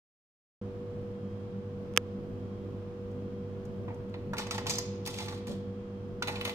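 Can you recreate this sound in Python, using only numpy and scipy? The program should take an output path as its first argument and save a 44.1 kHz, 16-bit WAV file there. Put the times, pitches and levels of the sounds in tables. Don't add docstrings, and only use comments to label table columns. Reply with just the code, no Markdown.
import sys
import numpy as np
from scipy import signal
from scipy.fft import rfft, irfft, next_fast_len
from scipy.io import wavfile
from scipy.ndimage import map_coordinates

SR = 44100
rng = np.random.default_rng(int(sys.argv[2]) if len(sys.argv) > 2 else 0)


def output_pcm(signal):
    pcm = np.clip(np.atleast_2d(signal).T, -1, 1) * 32767
    wavfile.write(sys.argv[1], SR, np.round(pcm).astype(np.int16))


N = 288414
DIRECT_COHERENCE = 0.75

# f/Hz, bandwidth/Hz, level/dB
CHUTE_RESONANCES = [(2040, 51, -6), (2320, 240, -2.5), (2592, 200, -3), (2980, 220, -5), (3526, 210, -5.5),
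                    (3920, 340, -9.5), (4300, 820, -11)]
PANEL_RESONANCES = [(643, 206, -6.5), (867.4, 70, 0), (1022, 110, -7), (1144, 78, -12), (1325, 460, -12),
                    (1835, 190, -9.5)]
# f/Hz, level/dB
CHINK_SPECTRUM = [(2500, -22), (4200, 4), (5000, 2), (6400, 7), (8200, -3.5), (9500, -19), (16000, -43)]
GLINT_SPECTRUM = [(7000, -23), (9000, -1.5), (10000, -3.5), (12000, -5.5), (14500, -8.5), (16000, -22.5)]
# f/Hz, level/dB, T60/s
FIRST_COIN_MODES = [(4900, 1, .11), (5040, 0, .11), (5730, 2, .11), (8060, -4, .08), (9200, -8, .07),
                    (11260, -14, .09), (12800, -13, .1), (14100, -16, .09)]


def coin_clatter():
    # t/s, then level/dB of chink, glint, chute clack, panel knock
    contacts = [(4.141, -54, -76, -48.5, -43), (4.3347, -38, -58, -47, -33), (4.368, -37, -59, -45, -42),
                (4.3829, -26, -44.5, -37, -35), (4.3939, -29, -56, -43, -35.5), (4.419, -38, -66, -42, -44),
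                (4.468, -35, -61, -46, -42), (4.5092, -22.5, -49, -36, -40.5),
                (4.5802, -27, -61, -40.5, -33), (4.659, -46, -66, -48, -38.5),
                (4.6676, -24, -45, -35, -34.5), (4.6957, -17.5, -48, -37, -44),
                (4.7024, -20, -48, -41, -46), (4.7098, -33, -55, -41, -39.5),
                (4.7374, -24.5, -62, -55, -57), (4.7548, -25, -59, -53, -64),
                (4.784, -20.5, -40.5, -44.5, -40.5), (5.0618, -28.5, -43, -44, -44),
                (5.0738, -25.5, -41, -41.5, -39), (5.141, -38, -57, -46, -57),
                (5.186, -30, -53, -38.5, -42), (5.2026, -33.5, -58, -41, -42.5),
                (5.232, -45, -63, -56, -53), (5.259, -43, -55, -51, -54), (5.2839, -32.5, -59, -43, -41.5),
                (5.325, -48, -66, -56, -41.5), (5.47, -38.5, -53, -50.5, -52),
                (6.2242, -25, -50.5, -32, -34.5), (6.2732, -30, -49.5, -35, -34),
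                (6.2816, -33, -49, -34, -33), (6.291, -46, -61, -50, -35), (6.3572, -48, -66, -39.5, -48),
                (6.411, -41, -53, -36, -39.5), (6.4511, -33, -44, -32, -36), (6.4748, -33, -57, -39, -35),
                (6.4946, -35, -53, -37.5, -41.5)]
    # t/s, level/dB
    edge_strikes = [(4.7085, -23.5), (4.7845, -23.5)]
    # f/Hz, bandwidth/Hz, level/dB
    edge_resonances = [(6350, 910, 7), (6300, 1800, 6), (7700, 330, -21), (13800, 1300, -10)]
    # f/Hz, level/dB, T60/s
    second_coin_modes = [(5050, 2, .14), (5720, 0, .14), (6416, 2, .15), (8656, -3, .12), (9500, 1, .08),
                         (9850, 1, .08), (13000, -6, .3), (13260, -10, .25), (14100, -9, .1),
                         (14771, -8, .14), (15250, -9, .14), (15600, -11, .1)]
    first_coin_low_modes = [(3630, -3, 0.15), (3910, -6, 0.14), (4280, 1.5, 0.17)]
    times, chink_db, glint_db, clack_db, knock_db = np.transpose(contacts)
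    second = times > 6.1
    first = ~second
    chink = impacts(zip(times, chink_db - 13), spectrum(CHINK_SPECTRUM),
                    t60=0.046, crack_db=-1.5, crack_t60=0.0088, rise_s=0.0002)
    glint = impacts(zip(times, glint_db), spectrum(GLINT_SPECTRUM),
                    t60=0.04, crack_db=-3, crack_t60=0.01, rise_s=0.0002)
    clack = impacts(zip(times, clack_db + 0.5), resonant(CHUTE_RESONANCES),
                    t60=0.077, crack_db=-4.5, crack_t60=0.016, rise_s=0.00036)
    knock = impacts(zip(times, knock_db - 3.5), resonant(PANEL_RESONANCES),
                    t60=0.13, crack_db=0.5, crack_t60=0.011, rise_s=0.00054)
    chute = ringing(zip(times, clack_db + 1), as_modes(CHUTE_RESONANCES, sustain=4.6), detune=0.0201)
    panel = ringing(zip(times, knock_db - 5), as_modes(PANEL_RESONANCES, sustain=5.3), detune=0.033)
    edge = impacts(edge_strikes, resonant(edge_resonances),
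                   t60=0.019, crack_db=-20, crack_t60=0.0085, rise_s=0.00028)
    first_coin = ringing(zip(times[first], chink_db[first] - 16.5), FIRST_COIN_MODES, detune=0.0035)
    second_coin = ringing(zip(times[second], glint_db[second] - 2), second_coin_modes, detune=0.003)
    first_coin_low = ringing(zip(times[first], chink_db[first] - 19), first_coin_low_modes, detune=0.0045)
    clinks = housing(chink + glint + edge)
    return clinks + clack + knock + chute + panel + first_coin_low + first_coin + second_coin


def coin_rolling():
    # t/s, duration/s, rattle level/dB, hiss level/dB
    runs = [(4.376, 0.034, -51, -46), (4.508, 0.05, -45.5, -45.5), (4.664, 0.087, -49.5, -42.5),
            (5.051, 0.14, -53, -47), (5.204, 0.14, -52.5, -51), (5.468, 0.054, -54.5, -52.5),
            (6.28, 0.15, -49.5, -53.5), (6.443, 0.041, -59, -47)]
    # f/Hz, level/dB
    rim_spectrum = [(2000, -6), (3500, 12), (5000, 7.5), (7000, 2.5), (9500, -2), (12000, -9), (13500, -10),
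                    (16000, -20)]
    attack_s, release_t60, friction_db_per_s = 0.0041, 0.24, 15
    rattle, hiss = np.zeros(N), np.zeros(N)
    for start, duration, rattle_db, hiss_db in runs:
        age = np.maximum(np.arange(N) / SR - start, 0)
        release = decay(np.maximum(age - duration, 0), release_t60)
        envelope = np.minimum(age / attack_s, 1) * amp(-friction_db_per_s * age) * release
        rattle += amp(rattle_db) * envelope
        hiss += amp(hiss_db) * envelope
    walls = lambda hz: resonant(PANEL_RESONANCES)(hz) + amp(-15.5) * resonant(CHUTE_RESONANCES)(hz)
    width_hz, peak_db = 79, -11
    coin = resonant([(hz, width_hz, peak_db) for hz, _, _ in FIRST_COIN_MODES])
    scrape = grains(lambda hz: spectrum(rim_spectrum)(hz) * (1 + coin(hz)), per_s=1500, spread_db=2)
    return rattle * grains(walls, per_s=420, spread_db=0.5) + hiss * housing(scrape)


def coin_heap():
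    # t/s, level/dB
    landings = [(4.669, -47), (4.696, -37), (4.708, -51), (4.785, -53)]
    # f/Hz, level/dB, T60/s
    heap_modes = [(3425, -7, .4), (4414, -7, .35), (4743, -3, .3), (4978, 2, .38), (5055, -2, .4),
                  (5720, 1, .36), (5940, -2, .36), (6153, -5, .29), (6481, 0, .28), (6620, -2, .25),
                  (7362, -5, .4), (7693, -9, .35), (8090, -9, .33), (11068, -17, .4), (11458, -17, .3),
                  (12250, -17, .25), (12765, -13, .25), (13585, -12, .3), (14168, -16, .25),
                  (14577, -16, .22)]
    return amp(-4) * ringing(landings, heap_modes)


def slot_flaps():
    # t/s, level/dB, pitch f/Hz
    knocks = [(4.334, -30, 1386), (4.389, -35, 1434), (4.5101, -35.5, 1326), (4.583, -35.5, 1850),
              (6.222, -27, 1428)]
    # ratio to its pitch, level/dB, T60/s
    flap_modes = [(0.601, -8.5, .06), (.68, -9, 0.08), (.92, -6, 0.045), (1, 0, 0.054), (1.08, -6, .03)]
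    out, t = np.zeros((2, N)), np.arange(SR // 8) / SR
    attack = 1 - np.exp(-t / 0.00037)
    for start, db, hz in knocks:
        ring = sum(amp(mode_db) * decay(t, t60) * np.sin(2 * np.pi * (hz * ratio * t + rng.random()))
                   for ratio, mode_db, t60 in flap_modes)
        add(out, start, amp(db) * ring * attack)
    return out


def cabinet_booms():
    # t/s, level/dB
    booms = [(4.68, -36), (5.485, -33)]
    # f/Hz, bandwidth/Hz, level/dB
    resonances = [(143.4, 9, 3.5), (202, 60, -1), (520, 248, -13)]
    return impacts(booms, resonant(resonances), t60=0.37, crack_db=-20, crack_t60=0.021, rise_s=0.0034)


def pane_bumps():
    # t/s, level/dB
    bumps = [(3.880, -42.5), (3.905, -48)]
    # f/Hz, bandwidth/Hz, level/dB
    resonances = [(718, 81, -7), (890, 180, 1), (2010, 1400, -17.5)]
    return impacts(bumps, resonant(resonances), t60=0.16, crack_db=-8, crack_t60=0.02)


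def coins_in_hand():
    # t/s, level/dB
    ticks = [(3.113, -73), (3.652, -64), (3.944, -68), (4.095, -71)]
    response = lambda hz: spectrum(CHINK_SPECTRUM)(hz) + spectrum(GLINT_SPECTRUM)(hz)
    return impacts(ticks, response, t60=0.041, crack_db=6, crack_t60=0.021, rise_s=0.001)


def camera_tap():
    # t/s, level/dB
    contacts = [(1.9383, -40), (1.9645, -19.5), (1.975, 4.5)]
    # f/Hz, level/dB, left minus right/dB
    snap_spectrum = [(203, 0.5, 4.5), (700, 4, -4), (1200, 7, -11), (1800, 6.5, -11), (2250, 12.5, -10),
                     (2960, 13.5, -10.5), (3460, 10.5, -9), (3875, -5, -4.5), (4500, -3, -10),
                     (5100, 10, -10), (5720, 4, -2.5), (6400, 12, 1.5), (7300, -6.5, 0), (8800, 4, 1),
                     (10500, -5, -1.5), (12500, -7.5, 5), (15520, -19, 8)]
    # f/Hz, level/dB, T60/s, left minus right/dB
    case_modes = [(480, -26.5, 0.026, 4), (1270, -26, 0.016, -5.5), (1680, -29.5, 0.0155, -9)]
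    out, t = np.zeros((2, N)), np.arange(SR // 20) / SR
    snap = np.array([click([(hz, db + side * pan_db / 2) for hz, db, pan_db in snap_spectrum])
                     for side in (1, -1)])
    snap *= decay(t[:snap.shape[1]], t60=0.02)
    ring = sum(amp([[db + pan_db / 2], [db - pan_db / 2]]) * decay(t, t60) * np.cos(2 * np.pi * hz * t)
               for hz, db, t60, pan_db in case_modes)
    for start, db in contacts:
        add(out, start, amp(db) * snap)
        add(out, start, amp(db) * ring)
    return out


def refrigerator():
    # f/Hz, rms level/dB, unsteadiness/dB
    hum_tones = [(23.3, -64, 0.5), (48.24, -67, 3.5), (84.5, -63, 1), (97.38, -55, 0.5), (100.15, -46, 1),
                 (109.1, -51.5, 5), (146, -63.5, 3.5), (147.6, -71, 3.5), (200.5, -48.5, 1.5),
                 (214.4, -59.5, 6), (252.8, -55, 4.5), (339, -55.5, 1.5), (387.4, -54, 1.5),
                 (441, -73.5, 6.5), (485.3, -45, 1.8), (574, -74.5, -1), (3235, -81.5, 4), (4990, -87.5, 3)]
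    # f/Hz, bandwidth/Hz, level/dB
    drone_resonance = [(193.7, 13, 0)]
    # f/Hz, level/dB
    rumble_spectrum = [(8, -26.5), (22, 3.5), (60, -1), (100, -2), (120, -6.5), (145, 8.5), (170, -4.5),
                       (200, 3), (245, 3.5), (310, -3), (400, -4.5), (580, -7.5), (720, -17.5), (1100, -54)]
    air_spectrum = [(350, -33.5), (600, -3), (919, -6.5), (1080, -4.5), (1900, -15.5), (3160, -18.5),
                    (3680, -22), (6030, -28.5), (12700, -48), (16000, -53.5)]
    t = np.arange(N) / SR
    hum = 0
    for hz, db, unsteady_db in hum_tones:
        phase = rng.uniform(0, 2 * np.pi) + 0.082 * unsteady_db * wobble(3.67)
        swell = amp(unsteady_db * wobble(3.07))
        hum += amp(db) * unit_rms(swell * np.sin(2 * np.pi * hz * t + phase))
    drone = amp(-49.5) * noise(resonant(drone_resonance))
    rumble = amp(-46.5 + 1.6 * wobble(5.6)) * noise(spectrum(rumble_spectrum))
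    air = amp(-58 + 0.28 * wobble(7.5)) * noise(spectrum(air_spectrum))
    return (hum + drone + rumble + air) * amp([[-0.45], [0.45]])


def housing(x, echo_db=-6):
    t = np.arange(SR // 40) / SR
    echoes = rng.standard_normal((2, len(t))) * decay(t, t60=0.02) * (t > 0.0006)
    echoes = amp(echo_db) * echoes / np.linalg.norm(echoes, axis=1, keepdims=True)
    response = (echoes + (t == 0)) / np.sqrt(1 + amp(echo_db) ** 2)
    return signal.fftconvolve(x, response, axes=1)[:, :N]


def room(x):
    # f/Hz, T60/s
    reverb_times = [(200, 0.69), (1000, 1), (3000, 0.89), (6000, 0.57), (14000, 0.13)]
    out, hop = np.zeros((2, N)), SR // 4
    for start in range(0, N, hop):
        hz, t, bands = signal.stft(noise(np.ones_like, size=SR * 3 // 4), SR, nperseg=256)
        build_up = 1 - decay(t, 0.0063)
        dying = decay(t, log_interp(reverb_times, hz)[:, None])
        tail = signal.istft(bands * build_up * dying, SR, nperseg=256)[1]
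        tail /= np.linalg.norm(tail[0])
        add(out, start / SR, signal.fftconvolve(x[:, start:start + hop], tail, axes=1))
    return out


def from_the_right(x, lag_s=0.000135):
    return filtered(x, lambda hz: np.exp(np.outer([-1, 1], 1j * np.pi * hz * lag_s)))


def impacts(blows, response, t60, crack_db, crack_t60, rise_s=0.00032):
    out, t = np.zeros((2, N)), np.arange(SR // 3) / SR
    envelope = (decay(t, t60) + amp(crack_db) * decay(t, crack_t60)) * (1 - np.exp(-t / rise_s))
    for start, db in blows:
        add(out, start, amp(db) * envelope * noise(response, size=len(t), direct=True))
    return out


def ringing(strikes, modes, detune=0):
    out, t = np.zeros((2, N)), np.arange(SR // 2) / SR
    for start, db in strikes:
        ring = 0
        for hz, mode_db, t60 in modes:
            stereo_phase = np.arccos(DIRECT_COHERENCE) * rng.standard_normal() * np.array([[.5], [-.5]])
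            detuned_hz = hz * (1 + detune * rng.standard_normal())
            phase = 2 * np.pi * (detuned_hz * t + rng.random()) + stereo_phase
            ring += amp(mode_db + 2 * rng.standard_normal((2, 1))) * decay(t, t60) * np.sin(phase)
        add(out, start, amp(db) * ring / 2)
    return out


def grains(response, per_s, spread_db):
    ticks = (rng.random(N) < per_s / SR) * amp(spread_db * rng.standard_normal(N))
    t = np.arange(SR // 20) / SR
    envelope = signal.fftconvolve(ticks, decay(t, 0.023) - decay(t, 0.0026))[:N]
    return unit_rms(envelope * noise(response, direct=True))


def noise(response, size=N, direct=False):
    # f/Hz, coherence
    diffuse_coherence = [(25, 0.26), (100, 0.99), (400, 0.79), (680, 0.64), (1400, -0.06), (3100, -0.09),
                         (7000, -0.17), (15000, 0.94)]
    fft_size = next_fast_len(size, True)
    hz = np.fft.rfftfreq(fft_size, 1 / SR)
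    coherence = np.full_like(hz, DIRECT_COHERENCE) if direct else log_interp(diffuse_coherence, hz)
    angle = np.arccos(coherence) / 2
    white = rfft(rng.standard_normal((2, fft_size)))
    mid, side = irfft(white * response(hz) * [np.cos(angle), np.sin(angle)], fft_size)[:, :size]
    return unit_rms(np.array([mid + side, mid - side]))


def click(points, size=2048):
    cepstrum = irfft(np.log(spectrum(points)(np.fft.rfftfreq(size, 1 / SR))))
    causal_fold = np.r_[1, np.full(size // 2 - 1, 2), np.zeros(size // 2)]
    return irfft(np.exp(rfft(cepstrum * causal_fold)))


def resonant(peaks):
    return lambda hz: sum(amp(db) / (1 + ((hz - centre) / (width / 2)) ** 2)
                          for centre, width, db in peaks)


def as_modes(resonances, sustain):
    return [(hz, db, sustain * np.log(1000) / (np.pi * width)) for hz, width, db in resonances]


def spectrum(points):
    return lambda hz: amp(log_interp(points, hz))


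def filtered(x, response):
    size = next_fast_len(N + SR // 2)
    return irfft(rfft(x, size) * response(np.fft.rfftfreq(size, 1 / SR)), size)[..., :N]


def log_interp(points, hz):
    knots_hz, values = np.transpose(points)
    return np.interp(np.log(hz + 1), np.log(knots_hz + 1), values)


def wobble(per_s):
    knots = rng.standard_normal(int(N * per_s / SR) + 4)
    return map_coordinates(knots, [np.arange(N) * per_s / SR])


def decay(t, t60):
    return np.exp(-np.log(1000) * t / t60)


def amp(db):
    return 10 ** (np.asarray(db) / 20)


def unit_rms(x):
    return x / np.sqrt(np.mean(x ** 2) + 1e-20)


def add(track, start_s, sound):
    part = track[:, round(start_s * SR):][:, :sound.shape[-1]]
    part += sound[..., :part.shape[1]]


def scene():
    # f/Hz, left minus right/dB
    balance = [(700, 0), (1300, 0.5), (2400, -1.5), (4400, -2), (8100, 3), (15000, 10)]
    ticks, bumps, booms = coins_in_hand(), pane_bumps(), cabinet_booms()
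    heap, flaps = coin_heap(), slot_flaps()
    coins = coin_clatter() + coin_rolling() + heap + ticks + bumps
    direct = from_the_right(coins + flaps)
    reverberant = amp(-11) * room(coins + amp(-6.5) * flaps)
    placed = filtered(direct + reverberant, lambda hz: amp(np.outer([.5, -.5], log_interp(balance, hz))))
    return placed + booms + refrigerator() + camera_tap()


def record(dry, start_s=0.614, ceiling=0.93, cutoff_hz=15900):
    running = np.clip((np.arange(N) / SR - start_s) / 0.001, 0, 1)
    clipped = np.clip(dry * running, -ceiling, ceiling)
    return filtered(clipped, lambda hz: 1 / (1 + (hz / cutoff_hz) ** 100))


dry = scene()
out = record(dry)
output_pcm(out)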